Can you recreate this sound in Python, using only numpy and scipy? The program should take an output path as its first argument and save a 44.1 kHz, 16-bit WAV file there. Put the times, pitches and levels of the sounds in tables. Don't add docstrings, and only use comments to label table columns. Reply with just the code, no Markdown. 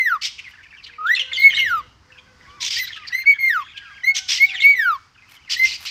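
import sys
import numpy as np
from scipy import signal
from scipy.fft import rfft, irfft, next_fast_len
from scipy.io import wavfile
from scipy.ndimage import uniform_filter1d, map_coordinates

SR = 44100
rng = np.random.default_rng(int(sys.argv[2]) if len(sys.argv) > 2 else 0)


def unload_audio(sound):
    columns = np.transpose(np.atleast_2d(sound))
    steps = np.round(np.clip(columns, -1, 1) * 32767)
    wavfile.write(sys.argv[1], SR, steps.astype(np.int16))


N = 260190
BAND_LIMIT_HZ = 15750


def amp(db):
    return 10 ** (np.asarray(db) / 20)


def unit(x):
    return x / np.sqrt(np.mean(x ** 2) + 1e-20)


def read(points, hz):
    f, value = np.transpose(points)
    return np.interp(np.log(hz + 1), np.log(f + 1), value)


def span(length):
    t = np.arange(0, length, 1 / SR)
    return t, t / length


def superpose(sounds):
    out = np.zeros(N)
    for onset, sound in sounds:
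        at = round(onset * SR)
        sound = sound[max(-at, 0):]
        part = out[max(at, 0):][:len(sound)]
        part += sound[:len(part)]
    return out


def colour(x, spectrum):
    size = next_fast_len(len(x) + 512)
    gain = amp(read(spectrum, np.fft.rfftfreq(size, 1 / SR)))
    return unit(irfft(rfft(x, size) * gain, size)[:len(x)])


def wander(n, rate_hz):
    at = np.arange(n) * 2 * rate_hz / SR
    return map_coordinates(rng.standard_normal(4096), [at], order=3, mode="wrap")


def fade(n, seconds):
    edge = np.minimum(np.arange(n), np.arange(n)[::-1]) / (seconds * SR)
    return np.sin(np.pi / 2 * np.minimum(edge, 1)) ** 2


def resonate(x, hz, width_hz, stages=1):
    carrier = np.exp(2j * np.pi * np.cumsum(hz * np.ones(len(x))) / SR)
    pole = np.exp(-np.pi * width_hz / SR)
    for _ in range(stages):
        x = 2 * (carrier * signal.lfilter([1 - pole], [1, -pole], x / carrier)).real
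    return x


# f/Hz, relative level/dB
WASH_SPECTRUM = [(25, -22), (90, 2), (180, -15.5), (400, -24), (750, -17.5), (1100, -4), (1600, -5.5),
                 (2400, -11), (3200, -14), (3900, -15), (4900, -9), (6300, -16.5), (9300, -32),
                 (15500, -41)]
RUMBLE_SPECTRUM = [(20, -21.5), (55, 2.5), (100, 2), (160, -7.5), (300, -9.5), (600, -19.5), (1000, -11.5),
                   (2000, -52)]
# centre t/s, half-width/s, rise/dB
RUMBLE_SWELLS = [(1.68, 0.24, 12.5), (2.6, 0.45, 6), (4.3, .4, 1), (5.68, 0.12, 8.5)]


def outdoors(wash_db=-57.5, rumble_db=-61):
    t = np.arange(N) / SR
    wash = amp(wash_db + 2 * wander(N, 4)) * colour(rng.standard_normal(N), WASH_SPECTRUM)
    swell_db = sum(db * np.exp(-((t - centre) / width) ** 2) for centre, width, db in RUMBLE_SWELLS)
    envelope = amp(rumble_db + swell_db + wander(N, 30))
    return wash + envelope * colour(rng.standard_normal(N), RUMBLE_SPECTRUM)


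# f/Hz, gain/dB
ROOSTER_FORMANTS = [(480, -6.5), (760, -12.5), (1000, -16.5), (1500, -6.5), (2000, -5), (2700, -23.5),
                    (3500, -21)]
# t/s, duration/s, start f/Hz, end f/Hz, relative level/dB
CROW_SYLLABLES = [(.82, 0.5, 450, 489, -56), (1.1, 0.34, 514, 499, -47), (1.455, 0.43, 531, 491, -50),
                  (2.03, 0.79, 500, 480.6, -55), (4.003, 0.35, 745, 743, -47.5),
                  (4.395, 0.24, 754, 753, -48.5), (4.55, 0.43, 358, 440, -54.5)]


def crow(onset, length, start_hz, end_hz, peak_db, gain_db=-2, fading_db=4):
    t, u = span(length)
    n = len(t)
    arch = np.sin(np.pi * u)
    hz = (start_hz + (end_hz - start_hz) * u) * (1 + .022 * arch)
    db = peak_db - 5.5 * (1 - arch)
    jitter = .008 * wander(n, 12) + .025 * wander(n, 90)
    phase = 2 * np.pi * np.cumsum(hz * (1 + jitter)) / SR
    voice = sum(amp(read(ROOSTER_FORMANTS, k * hz) + fading_db * wander(n, 12)) * np.sin(k * phase)
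                for k in range(1, 7))
    return onset, amp(db + gain_db) * unit(voice) * fade(n, .031)


# f/Hz, relative level/dB
FEATHER_SPECTRUM = [(300, -26), (1200, -5), (4000, -6.5), (8000, -16), (11000, -17.5), (14000, -13),
                    (16000, -34)]
# t/s, duration/s, level/dB
FEATHER_RUSTLES = [(0.471, 0.059, -57), (5.274, 0.11, -52), (5.771, 0.117, -43)]


def rustle(onset, length, db):
    n = int(length * SR)
    friction = rng.standard_normal(n) * amp(4.5 * wander(n, 147.3))
    return onset, amp(db) * colour(friction, FEATHER_SPECTRUM) * fade(n, .031)


# f/Hz, T60/s
REVERB_TIMES = [(200, .35), (1200, .35), (2200, .5), (3200, .62), (5500, .55), (8000, .5), (14000, .25)]


def reverberation(x):
    hz, t, bands = signal.stft(rng.standard_normal(SR), SR, nperseg=256)
    decay = amp(-60 * t / read(REVERB_TIMES, hz)[:, None])
    response = signal.istft(bands * decay, SR, nperseg=256)[1]
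    response *= fade(len(response), .01)
    return signal.fftconvolve(x, response / np.linalg.norm(response))[:N]


# delay/s, gain/dB
WALL_ECHOES = [(.0043, -38.5), (.0091, -13), (.0148, -25), (.0225, -26.5), (.034, -32.5)]


def reflections(x):
    return superpose((delay, amp(db) * x) for delay, db in WALL_ECHOES)


# t/s, duration/s, start f/Hz, end f/Hz, level/dB
FAR_CALLS = [(2.47, 0.1, 1095, 1206, -48.5), (2.561, 0.089, 1206, 920, -48), (2.953, .1, 1338, 1184, -46.5),
             (3.742, .27, 1635, 1608, -46), (3.823, 0.11, 1538, 1137, -48.5)]


def far_call(onset, length, start_hz, end_hz, db, step_db=-9, waver=.013):
    t, u = span(length)
    hz = (start_hz + (end_hz - start_hz) * u) * (1 + waver * wander(len(t), 60))
    phase = 2 * np.pi * np.cumsum(hz) / SR
    voice = sum(amp(step_db * k) * np.sin((k + 1) * phase) for k in range(3))
    return onset, amp(db) * unit(voice) * fade(len(t), .0062)


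def rasp(n, pulse_hz=350, jitter=.25):
    cycles = np.cumsum(pulse_hz * (1 + jitter * wander(n, 200))) / SR
    slaps = np.diff(np.floor(cycles), prepend=0)
    puffs = (3.3 + np.exp(-(cycles % 1) / .48)) * rng.standard_normal(n)
    return (.35 * unit(slaps) + unit(puffs)) * amp(1.7 * wander(n, 140))


# f/Hz, gain/dB
CALL_SPECTRUM = [(400, -44), (1000, -21), (1600, -13.5), (2150, 0.5), (3200, -2), (4200, 0.5), (5500, -1),
                 (6300, -5), (7500, -12.5), (8800, -18), (9700, -32.5), (12000, -28), (14000, -24),
                 (16000, -43)]
# t/s, duration/s, start f/Hz, end f/Hz, level/dB
FLOCK_CHIRPS = [(0.442, 0.044, 2644, 1808, -39.5), (2.182, 0.018, 3180, 3344, -45.5),
                (1.065, 0.034, 3840, 3180, -36), (1.148, 0.027, 4200, 3270, -24),
                (1.166, .036, 2482, 2840, -23), (1.191, 0.014, 2180, 2100, -26),
                (1.196, 0.026, 3417, 2764, -18.5), (1.318, 0.012, 2300, 2010, -26),
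                (1.331, 0.045, 3715, 2846, -24), (1.363, 0.078, 4540, 3950, -31),
                (1.501, 0.049, 3300, 2720, -25.5), (1.545, 0.033, 3500, 4120, -25),
                (1.567, .045, 3140, 2777, -21), (2.924, 0.029, 3400, 2985, -34.5),
                (3.332, 0.03, 3240, 3230, -43), (3.606, 0.12, 3190, 3440, -48),
                (4.462, 0.058, 3910, 3270, -37.5), (4.489, 0.069, 2860, 1840, -27.5),
                (4.541, 0.047, 3960, 2630, -30.5), (4.587, 0.023, 2486, 1995, -26),
                (4.6, 0.033, 3240, 4260, -25.5), (4.609, 0.041, 3400, 2550, -26),
                (5.474, 0.0255, 2270, 1730, -43)]


def chirp(onset, length, start_hz, end_hz, db, jitter=.03, shimmer_db=3.5, roughness=.27):
    n = int((max(length, .005) + .008) * SR)
    hz = np.geomspace(start_hz, end_hz, n) * (1 + jitter * wander(n, 200))
    phase = 2 * np.pi * np.cumsum(hz) / SR
    octave_db = -20 + np.minimum(read(CALL_SPECTRUM, 2 * hz) + 12, 0)
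    voice = np.sin(phase) + amp(octave_db) * np.sin(2 * phase)
    voice += roughness * unit(resonate(rasp(n), hz, width_hz=900, stages=2))
    voice *= amp(shimmer_db * wander(n, 220))
    return onset - .004, amp(db) * unit(voice) * fade(n, .008)


# t/s, duration/s, mean chirp level/dB
TWITTER_BOUTS = [(0.466, .49, -48), (1.102, .13, -35), (1.487, .15, -30.5), (2.099, 0.094, -51),
                 (2.402, 0.086, -51.5), (2.828, 0.52, -42), (3.577, .5, -47), (5.138, 0.42, -55.5)]


def twitter(rate_hz=60, syllable_s=.017, centre_hz=2532, spread_db=11):
    chirps = []
    for onset, length, bout_db in TWITTER_BOUTS:
        slots = onset + np.arange(0, length, 1 / rate_hz)
        for slot, (lag, stretch, pitch, glide, strength) in zip(slots, rng.random((64, 5))):
            start_hz = centre_hz * 2 ** (pitch - .5)
            end_hz = start_hz * (.7 + .27 * glide)
            db = bout_db + spread_db * (strength - .5)
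            start = slot + lag / rate_hz / 2
            chirps.append(chirp(start, syllable_s * (.5 + stretch), start_hz, end_hz, db))
    return superpose(chirps)


# t/s, relative level/dB, resonance f/Hz
CHIP_CALLS = [(0.3844, -26.5, 2470), (0.629, -40, 2040), (0.835, -32.5, 4300), (0.8622, -31.5, 2910),
              (2.8691, -26, 3820), (2.9595, -29.5, 2890), (3.0714, -25.5, 4690), (3.769, -27.5, 3000)]


def chip(onset, db, hz, length=.033, gain_db=-4):
    n = int(length * SR)
    drive = rasp(n)
    throat = resonate(drive, hz, width_hz=1100, stages=2) + .14 * drive
    return onset - .006, amp(db + gain_db) * colour(throat, CALL_SPECTRUM) * fade(n, length / 2)


# t/s, duration/s, loudest point/fraction of duration, relative level/dB,
# end level/dB re peak, lower formant f/Hz, upper formant f/Hz
SQUAWK_CALLS = [(0.209, 0.1, 0.49, -28.5, -27.5, 3200, 5440), (2.597, 0.1, 0.3, -33, 0, 3560, 5650),
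                (2.697, 0.11, 0.066, -33, -0.5, 3170, 5320), (4.138, 0.064, 0.39, -30, -3, 3160, 6100),
                (4.275, 0.12, 0.23, -26.5, -9, 3280, 5550), (5.49, 0.075, 0.39, -27.5, -8, 3180, 4800),
                (5.625, .15, 0.2, -33, -9, 2880, 5190), (5.842, 0.072, 0.28, -36, -8, 2850, 4500)]


def squawk(onset, length, loud_at, peak_db, end_db, lower_hz, upper_hz, gain_db=9.5, quiver=.086):
    t, u = span(length)
    n = len(t)
    knots = [0, loud_at, 1]
    db = peak_db + np.interp(u, knots, [-12.5, 0, end_db])
    tuning = np.interp(u, knots, [.89, 1, .89])
    drive = rasp(n)
    lower = resonate(drive, lower_hz * tuning * (1 + quiver * wander(n, 40)), width_hz=330)
    upper = resonate(drive, upper_hz * tuning * (1 + quiver * wander(n, 56)), width_hz=380)
    throat = amp(3) * lower + amp(4) * upper + amp(-6) * drive
    return onset, amp(db + gain_db) * colour(throat, CALL_SPECTRUM) * fade(n, .015)


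# f/Hz, relative level/dB
OVERTONE_SPECTRUM = [(2000, -3), (3300, 4.5), (4400, 0), (5700, -2.5), (6600, -11), (7600, -13.5),
                     (9000, -24), (10500, -28.5)]
SHEEN_SPECTRUM = [(9000, -31.5), (11000, -24), (11700, -17), (12700, -7.5), (13800, -1), (15000, -9.5),
                  (16000, -16)]


def whistle(hz, db, effort_db, jitter=.011, waver=.0079):
    n = len(hz)
    hz = uniform_filter1d(hz, size=500, mode="nearest")
    db = uniform_filter1d(db, size=250, mode="nearest")
    unsteady = np.clip((-10 - db) / 12, .05, 1)
    hz = hz * (1 + unsteady * (jitter * wander(n, 162.5) + waver * wander(n, 57)))
    phase = 2 * np.pi * np.cumsum(hz) / SR
    flutter_db = 4.5 * unsteady * np.clip(hz / 1000 - 1, 0, 1) * wander(n, 60.8)
    voice = amp(db + flutter_db) * np.sin(phase)
    overtones, sheen = np.zeros(n), np.zeros(n)
    for k in range(2, 14):
        in_band = np.clip((BAND_LIMIT_HZ - k * hz) / 300, 0, 1)
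        partial = np.sin(k * phase) * in_band * amp(min(k, 5) * wander(n, 43))
        overtones += partial * amp(read(OVERTONE_SPECTRUM, k * hz) - 2.5 * (k - 3.5))
        sheen += partial * amp(read(SHEEN_SPECTRUM, k * hz) - .5 * (k - 10.5))
    octaves = np.log2(hz / 2100)
    voice += amp(-41 + effort_db + 11 * octaves) * overtones * fade(n, .015)
    voice += amp(-42 + effort_db + 17 * octaves) * sheen * fade(n, .035)
    throat_rasp = resonate(rasp(n), hz=2600, width_hz=600, stages=2)
    voice += amp(-46 + db / 2) * unit(throat_rasp)
    return np.sqrt(2) * voice * fade(n, .007)


# t/s, duration/s, start f/Hz, top f/Hz, end f/Hz, top and loudest points/fraction
# of duration, swell half-width/s, peak tone level/dB, overtone gain/dB
ARCHED_WHISTLES = [(1.373, 0.14, 2070, 2206, 2020, .63, 0.63, 0.023, -5.5, -0.5),
                   (2.765, 0.1, 1814, 2027, 1944, 0.33, 0.21, 0.052, -25.5, 0.5),
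                   (3.118, 0.12, 1920, 2110, 2110, 0.58, 0.43, 0.045, -26.5, -2),
                   (3.255, 0.088, 2127, 2275, 2140, 0.38, 0.46, 0.025, -6, -3),
                   (4.032, .096, 1915, 2170, 2163, 0.59, 0.59, .017, -10, 0),
                   (4.381, 0.086, 2033, 2264, 2300, .92, 0.61, .026, -9, -2),
                   (4.615, .13, 2137, 2270, 2209, 0.62, 0.53, 0.047, -7, -2.5),
                   (5.559, 0.11, 1926, 2100, 1975, 0.73, 0.64, .036, -15, -1.5)]


def peep(onset, length, start_hz, top_hz, end_hz, top_at, loud_at, swell_s, db, effort_db):
    t, u = span(length)
    scoop = np.maximum(1 - u / top_at, 0) ** 1.3
    settle = (np.maximum(u - top_at, 0) / (1 - top_at)) ** 2
    hz = top_hz + (start_hz - top_hz) * scoop + (end_hz - top_hz) * settle
    swell = 1 / (1 + abs((t - loud_at * length) / swell_s) ** 6)
    return onset, whistle(hz, db + 15.5 * (swell - 1), effort_db)


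# f/Hz, gain/dB
GLIDE_RESPONSE = [(1000, -17.5), (1200, -5.5), (1340, 1), (1450, 0.5), (1590, -6.5), (1850, 2.5),
                  (2000, -3.5), (2130, 5.5)]
# t/s, hold/s, drop/s, tail/s, start f/Hz, knee f/Hz, shoulder f/Hz, end f/Hz,
# relative tone level/dB, overtone gain/dB
FALLING_WHISTLES = [(-.05, .11, 0.044, 0.073, 2241, 1967, 1524, 1083, -17, -5),
                    (1.561, 0.072, 0.072, 0.11, 2194, 2118, 1497, 1102, -19.5, -3.5),
                    (3.382, 0.098, 0.096, .062, 2160, 2105, 1293, 994, -18.5, -2.5),
                    (4.745, 0.031, 0.087, 0.11, 2087, 1961, 1488, 1031, -16.5, -1)]


def fall(onset, hold, drop, tail, start_hz, knee_hz, shoulder_hz, end_hz, db, effort_db):
    t, _ = span(hold + drop + tail)
    hz = np.interp(t, np.cumsum([0, hold, drop, tail]), [start_hz, knee_hz, shoulder_hz, end_hz])
    attack_db = -14.5 * np.maximum(1 - t / .067, 0)
    release_db = -1.5 * np.maximum(1 - t[::-1] / .043, 0)
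    envelope_db = attack_db + release_db
    return onset, whistle(hz, db + envelope_db + read(GLIDE_RESPONSE, hz), effort_db + envelope_db / 2)


def rise(onset=.981, length=.17, low_hz=1249, high_hz=2057, steepest_s=.11, glide_s=.017):
    t, _ = span(length)
    hz = low_hz + (high_hz - low_hz) / (1 + np.exp((steepest_s - t) / glide_s))
    db = np.interp(t, [0, .16, length], [-29, -11.5, -26.5])
    effort_db = 6 + 2.5 * (db + 11.5)
    return onset, whistle(hz, db + read(GLIDE_RESPONSE, hz), effort_db)


def scene(near_wet_db=-23.5, flock_wet_db=-13.5):
    whistler = superpose(peep(*row) for row in ARCHED_WHISTLES)
    whistler += superpose(fall(*row) for row in FALLING_WHISTLES)
    whistler += superpose([rise()])
    flock = superpose(squawk(*row) for row in SQUAWK_CALLS)
    flock += superpose(chip(*row) for row in CHIP_CALLS)
    flock += superpose(chirp(*row) for row in FLOCK_CHIRPS)
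    flock += superpose(far_call(*row) for row in FAR_CALLS) + twitter()
    birds = whistler + flock
    tail = reverberation(amp(near_wet_db) * whistler + amp(flock_wet_db) * flock)
    roosters = superpose(crow(*row) for row in CROW_SYLLABLES)
    feathers = superpose(rustle(*row) for row in FEATHER_RUSTLES)
    return (outdoors() + roosters + feathers + tail + reflections(birds) + birds)[None]


def record(dry):
    lowpass = signal.firwin(511, BAND_LIMIT_HZ, window=("kaiser", 9), fs=SR)
    return signal.oaconvolve(dry, lowpass[None], "same")


dry = scene()
out = record(dry)
unload_audio(out)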